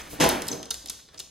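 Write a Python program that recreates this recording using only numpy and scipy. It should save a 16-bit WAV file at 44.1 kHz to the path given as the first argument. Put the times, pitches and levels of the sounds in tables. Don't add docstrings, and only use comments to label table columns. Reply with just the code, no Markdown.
import sys
import numpy as np
from scipy import signal
from scipy.fft import rfft, irfft, next_fast_len
from scipy.io import wavfile
from scipy.ndimage import map_coordinates

SR = 44100
rng = np.random.default_rng(int(sys.argv[2]) if len(sys.argv) > 2 else 0)


def transcribe(signal):
    frames = np.atleast_2d(signal).T
    limited = np.clip(frames, -1, 1)
    pcm = np.round(limited * 32767).astype(np.int16)
    wavfile.write(sys.argv[1], SR, pcm)


N = 57330

STRIKE_ATTACK_S = 0.00038


def amp(db):
    return 10 ** (np.asarray(db) / 20)


def unit(x):
    return x / np.sqrt(np.mean(x ** 2) + 1e-20)


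def along(points, hz):
    f, v = np.transpose(points)
    return np.interp(np.log(hz + 1), np.log(f + 1), v)


def filtered(x, response):
    n = x.shape[-1]
    m = next_fast_len(2 * n)
    spectrum = rfft(x, m) * response(np.fft.rfftfreq(m, 1 / SR))
    return irfft(spectrum, m)[..., :n]


def noise(spectrum, size, tilt_db=0):
    tilt_floor_hz, tilt_pivot_hz = 1730, 6000

    def colour(hz):
        octaves = np.log2(np.maximum(hz, tilt_floor_hz) / tilt_pivot_hz)
        return amp(along(spectrum, hz) + tilt_db * octaves)

    return unit(filtered(rng.standard_normal((2, size)), colour))


def fade(t, t60):
    return np.exp(-np.log(1000) * t / t60)


def onset(t, attack_s):
    return 1 - np.exp(-t / attack_s)


def dying(x, t60s):
    t = np.arange(x.shape[-1]) / SR
    corners = [hz for hz, _ in t60s]
    out = 0
    for (_, t60), pick in zip(t60s, np.eye(len(t60s))):
        weights = list(zip(corners, pick))
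        band = filtered(x, lambda hz: along(weights, hz))
        out = out + band * amp(-60 * t / t60)
    return out


def wobble(rate):
    knots = rng.standard_normal(N // 20)
    return map_coordinates(knots, [np.arange(N) * rate / SR], mode="mirror")


def ringing(modes, t, favoured_hz=None):
    hz, db, t60 = np.transpose(modes)[..., None, None]
    if favoured_hz is not None:
        spot_db, spot_octaves = 7.5, 0.27
        db = db + spot_db * np.exp(-(np.log2(hz / favoured_hz) / spot_octaves) ** 2)
    path_turns = rng.random(hz.shape) * [[0], [1]]
    return np.sum(amp(db) * fade(t, t60) * np.sin(2 * np.pi * (hz * t + path_turns)), axis=0)


def add(track, s, x):
    i = max(0, round(s * SR))
    track[..., i:i + x.shape[-1]] += x[..., :N - i]


def room(x, wet_db):
    # f/Hz, t60/s
    room_t60 = [(200, 0.13), (1500, 0.59), (4000, 0.73), (7000, 0.52), (13000, 0.41)]
    # f/Hz, level/dB
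    room_colour = [(200, 10.5), (1000, 3), (2300, -1.5), (3500, -2.5), (4500, -5), (6500, -2), (9000, -3.5),
                   (12000, -4), (15500, -5.5)]
    build_s = 0.003
    t = np.arange(N) / SR
    tail = dying(noise(room_colour, N), room_t60) * onset(t, build_s)
    tail = tail / np.linalg.norm(tail[0])
    wet = signal.fftconvolve(x[:1], tail, axes=1)[:, :N]
    direct = np.pad(x, ((0, 0), (0, N - x.shape[1])))
    return direct + amp(wet_db) * wet


def background():
    # f/Hz, relative density/dB per Hz
    hum_spectrum = [(20, 4.5), (40, -7.5), (61, 3.5), (85, -13), (200, -12.5), (500, -18.5), (2000, -45.5)]
    # t/s, level/dB
    hum_level = [(0, -45), (.75, -52.5), (1.092, -60.5), (1.15, -63.5), (1.3, -60)]
    # f/Hz, relative density/dB per Hz
    hiss_spectrum = [(100, 16.5), (400, 6.5), (1000, -3.5), (5000, -11), (9000, -16), (16000, -36)]
    hiss_db = -62
    hum_db = np.interp(np.arange(N) / SR, *np.transpose(hum_level))
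    return amp(hum_db) * noise(hum_spectrum, N) + amp(hiss_db) * noise(hiss_spectrum, N)


def pads():
    # t/s, level/dB, favoured f/Hz
    footfalls = [(0, -53.5, 100), (0.081, -50.5, 312), (0.128, -39, 133), (0.189, -35.5, 300),
                 (.42, -44, 466), (.505, -36.5, 304), (0.5284, -35, 480), (.5925, -40.5, 665),
                 (.655, -52, 400), (.84, -53, 302), (1.138, -54.5, 595)]
    # f/Hz, relative density/dB per Hz
    pad_spectrum = [(40, -25), (110, -7), (200, 0.5), (470, -2.5), (680, -12), (1000, -14.5), (2500, -43),
                    (8000, -49)]
    # f/Hz, t60/s
    pad_t60 = [(150, 0.37), (1000, 0.49)]
    # f/Hz, level/dB, t60/s
    board_modes = [(129.4, -8.5, 0.14), (295.4, -4.5, 0.24), (391.6, -7.5, 0.23), (470.5, -4.5, 0.16),
                   (644, -9.5, 0.31), (753, -11.5, 0.3)]
    thud_db, attack_s = -4.5, 0.0013
    out, t = np.zeros((2, N)), np.arange(SR // 2) / SR
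    for s, db, favoured_hz in footfalls:
        thud = amp(thud_db) * dying(noise(pad_spectrum, len(t)), pad_t60)
        boards = ringing(board_modes, t, favoured_hz)
        add(out, s, amp(db) * (thud + boards) * onset(t, attack_s))
    return out


def rustles():
    # centre t/s, half length/s, level/dB, treble tilt/dB per octave
    swells = [(0, 0.013, -41, 0.5), (0.02, 0.066, -46, 0.5), (0.128, 0.024, -44, 6), (0.175, 0.026, -46, 0),
              (0.497, 0.063, -47, 4), (0.996, 0.008, -55, 1.5), (1.15, 0.019, -57.5, 0.5)]
    # f/Hz, relative density/dB per Hz
    rustle_spectrum = [(50, -53), (200, 6), (1000, 6), (1800, 9.5), (3200, 4.5), (6500, -2), (8500, -6),
                       (12000, -7.5), (16000, -17)]
    t = np.arange(N) / SR
    out = np.zeros((2, N))
    for s, half, db, tilt_db in swells:
        swell = 1 / (1 + np.abs((t - s) / half) ** 6) ** .5
        out += amp(db) * noise(rustle_spectrum, N, tilt_db) * swell
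    return out


def skids(size=2048):
    # t/s, f/Hz, level/dB, length/s, half width of the resonance/Hz
    slides = [(.013, 6100, -43, 0.01, 402), (0.48, 6000, -36, 0.0024, 300),
              (0.513, 6330, -28.5, 0.0079, 240), (0.521, 5000, -36, 0.017, 1800),
              (.882, 5570, -37, 0.011, 1330), (1.174, 5330, -42.5, 0.014, 1300)]
    grit_db, grit_per_s, room_db = 2, 1200, -7
    out, t = np.zeros((2, N)), np.arange(size) / SR
    for s, pitch_hz, db, length, width_hz in slides:
        slips = rng.standard_normal((2, size)) * amp(grit_db * wobble(grit_per_s)[:size])
        scrape = unit(filtered(slips, lambda hz: 1 / (1 + ((hz - pitch_hz) / width_hz) ** 2)))
        swell = np.sin(np.pi * np.minimum(t / length, 1))
        add(out, s, room(amp(db) * scrape * swell, room_db))
    return out


def thump():
    # t/s, body level/dB, clatter level/dB, ring level/dB, favoured f/Hz
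    blows = [(.2, -29, -27, -39, 990), (.204, -22, -24, -29, 420), (0.2096, -28, -22.5, -32, 165),
             (0.2352, -25, -30.5, -26, 876), (0.25, -31.5, -43, -27, 640), (.295, -40, -33, -41, 166)]
    # f/Hz, relative density/dB per Hz
    body_spectrum = [(20, -47), (60, -24), (100, -15), (130, -3.5), (200, 0), (330, 7.5), (560, 1.5),
                     (950, 0), (1250, -17), (2500, -32), (6000, -60)]
    clatter_spectrum = [(150, -3), (700, -9.5), (1500, 0), (2900, -0.5), (4500, -2), (6400, -2),
                        (8000, -10), (11500, -10), (14000, -21), (16000, -45)]
    # f/Hz, t60/s
    body_t60 = [(60, 0.35), (150, 0.61), (330, 0.58), (700, 0.57), (2500, 1)]
    clatter_t60 = [(700, 1), (2000, 0.64), (5000, 0.38), (12000, 0.34)]
    # f/Hz, level/dB, t60/s
    thump_modes = [(161.4, -0.5, 0.19), (249.5, -4, 0.72), (319.3, -4.5, 0.22), (382, -19.5, .3),
                   (499.5, -0.5, 0.21), (660, -3.5, 0.28), (824.4, -3, 0.21), (1017, -11.5, 0.36),
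                   (1047, -10, 0.41), (1527, -13.5, 0.69), (2695, -18, 0.28), (2927, -12, 0.16)]
    rattle_db, rattle_per_s, rattle_t60_s = 1.5, 300, 0.43
    boom_s, boom_hz, boom_db, boom_t60_s, boom_attack_s = .236, 62.8, -29.5, 0.31, 0.0052
    out, t = np.zeros((2, N)), np.arange(N) / SR
    for s, body_db, clatter_db, ring_db, favoured_hz in blows:
        body = dying(noise(body_spectrum, N), body_t60)
        rattle = amp(rattle_db * wobble(rattle_per_s) * fade(t, rattle_t60_s))
        clatter = dying(noise(clatter_spectrum, N), clatter_t60) * rattle
        ring = ringing(thump_modes, t, favoured_hz)
        blow = amp(body_db) * body + amp(clatter_db) * clatter + amp(ring_db) * ring
        add(out, s, onset(t, STRIKE_ATTACK_S) * blow)
    boom = ringing([(boom_hz, boom_db, boom_t60_s)], t) * onset(t, boom_attack_s)
    add(out, boom_s, boom)
    return out


def claws(size=2048):
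    # t/s, level/dB, treble tilt/dB per octave
    ticks = [(0.2413, -19, 12), (0.29, -14, 8.5), (.293, -29, 19), (0.297, -25, -9.5), (0.42, -26.5, -2.5),
             (0.4695, -34, -1), (0.4817, -24.5, 3), (0.4854, -21.5, -0.5), (0.6291, -33, -5.5),
             (.6555, -37, -4.5), (0.7057, -24.5, -1.5), (0.709, -28.5, 6.5), (0.7091, -20, -1),
             (0.742, -28.5, -1), (0.8591, -31.5, -2.5), (0.8732, -38, -1), (0.897, -26, 0),
             (0.8992, -25, 2.5), (.902, -29.5, -3), (1.087, -49.5, -12), (1.1438, -43, -7.5),
             (1.1919, -33, -1.5), (1.1979, -31, -3.5), (1.2009, -28.5, 0)]
    # f/Hz, relative density/dB per Hz
    tick_spectrum = [(60, -38), (200, -21), (420, -6.5), (700, -13), (1400, -13), (2300, -9.5), (3700, 0),
                     (6300, 7), (8000, 4), (11500, 3), (15500, -10.5)]
    # f/Hz, t60/s
    tick_t60 = [(400, 0.044), (1500, 0.042), (4000, 0.037), (7000, 0.014), (14000, 0.011)]
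    bite_s, room_db = 0.000098, -6
    start_hz, end_hz, fall_s, chirp_t60_s, chirp_db = 6880, 3550, 0.00189, 0.037, -8
    pitch_scatter = 0.0818
    out, t = np.zeros((2, N)), np.arange(size) / SR
    chirp_hz = end_hz + (start_hz - end_hz) * np.exp(-t / fall_s)
    for s, db, tilt_db in ticks:
        crack = dying(noise(tick_spectrum, size, tilt_db), tick_t60) * onset(t, bite_s)
        pitch = np.exp(rng.normal(0, pitch_scatter))
        turns = np.cumsum(chirp_hz) / SR * pitch + rng.random((2, 1))
        chirp = np.sin(2 * np.pi * turns) * fade(t, chirp_t60_s) * onset(t, fall_s)
        tick = crack + amp(chirp_db - tilt_db) * chirp
        add(out, s, room(amp(db) * tick, room_db))
    return out


def knocks():
    # t/s, level/dB, favoured f/Hz
    landings = [(0.297, -32.5, 4150), (.7075, -31, 3755), (.7425, -47, 3880), (.8995, -50, 6300),
                (1.2015, -49, 2930)]
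    # f/Hz, level/dB, t60/s
    knock_modes = [(447, -14, 0.13), (893, -11, 0.072), (1382, -8.5, 0.078), (2896, -1, 0.041),
                   (3770, -4, 0.063), (4240, -13, 0.16), (4340, -17, 0.12), (6160, 3, 0.043)]
    out, t = np.zeros((2, N)), np.arange(SR // 4) / SR
    for s, db, favoured_hz in landings:
        knock = ringing(knock_modes, t, favoured_hz) * onset(t, STRIKE_ATTACK_S)
        add(out, s, amp(db) * knock)
    return out


def ports(pair):
    # f/Hz, side over mid/dB, share of the side in quadrature with the mid (-1 to 1)
    port_table = np.array([(60, -16, -0.25), (252, -9.5, -0.97), (775, -1, 0.086), (1140, 0, 0.27),
                           (1660, -7, 0.92), (2340, -46, 1), (3750, -33, -0.14), (4540, -9.5, -0.56),
                           (5500, -3, -0.99), (5770, 5.5, -0.17), (6130, -15, 0.4), (6570, -3, -.8),
                           (8300, 5.5, -0.96), (11300, -5.5, -0.76), (12300, -26, -0.2)])

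    def side_response(hz):
        gain = amp(along(port_table[:, [0, 1]], hz))
        share = np.clip(along(port_table[:, [0, 2]], hz), -1, 1)
        return gain * np.array([1j * share, np.sqrt(1 - share ** 2)])

    mid = pair[0]
    side = filtered(pair, side_response).sum(axis=0)
    return np.array([mid + side, mid - side])


def scene():
    dog = pads() + rustles() + skids() + claws() + knocks()
    return ports(background() + dog + thump())


def record(dry):
    notch_hz, notch_width_hz, notch_db = 5650, 140, -3.5
    low_cut_hz, top_hz = 39, 15800

    def response(hz):
        notch = amp(notch_db / (1 + ((hz - notch_hz) / notch_width_hz) ** 2))
        low_cut = hz ** 2 / np.hypot(hz ** 2, low_cut_hz ** 2)
        return notch * low_cut * (hz < top_hz)

    return filtered(dry, response)


dry = scene()
out = record(dry)
transcribe(out)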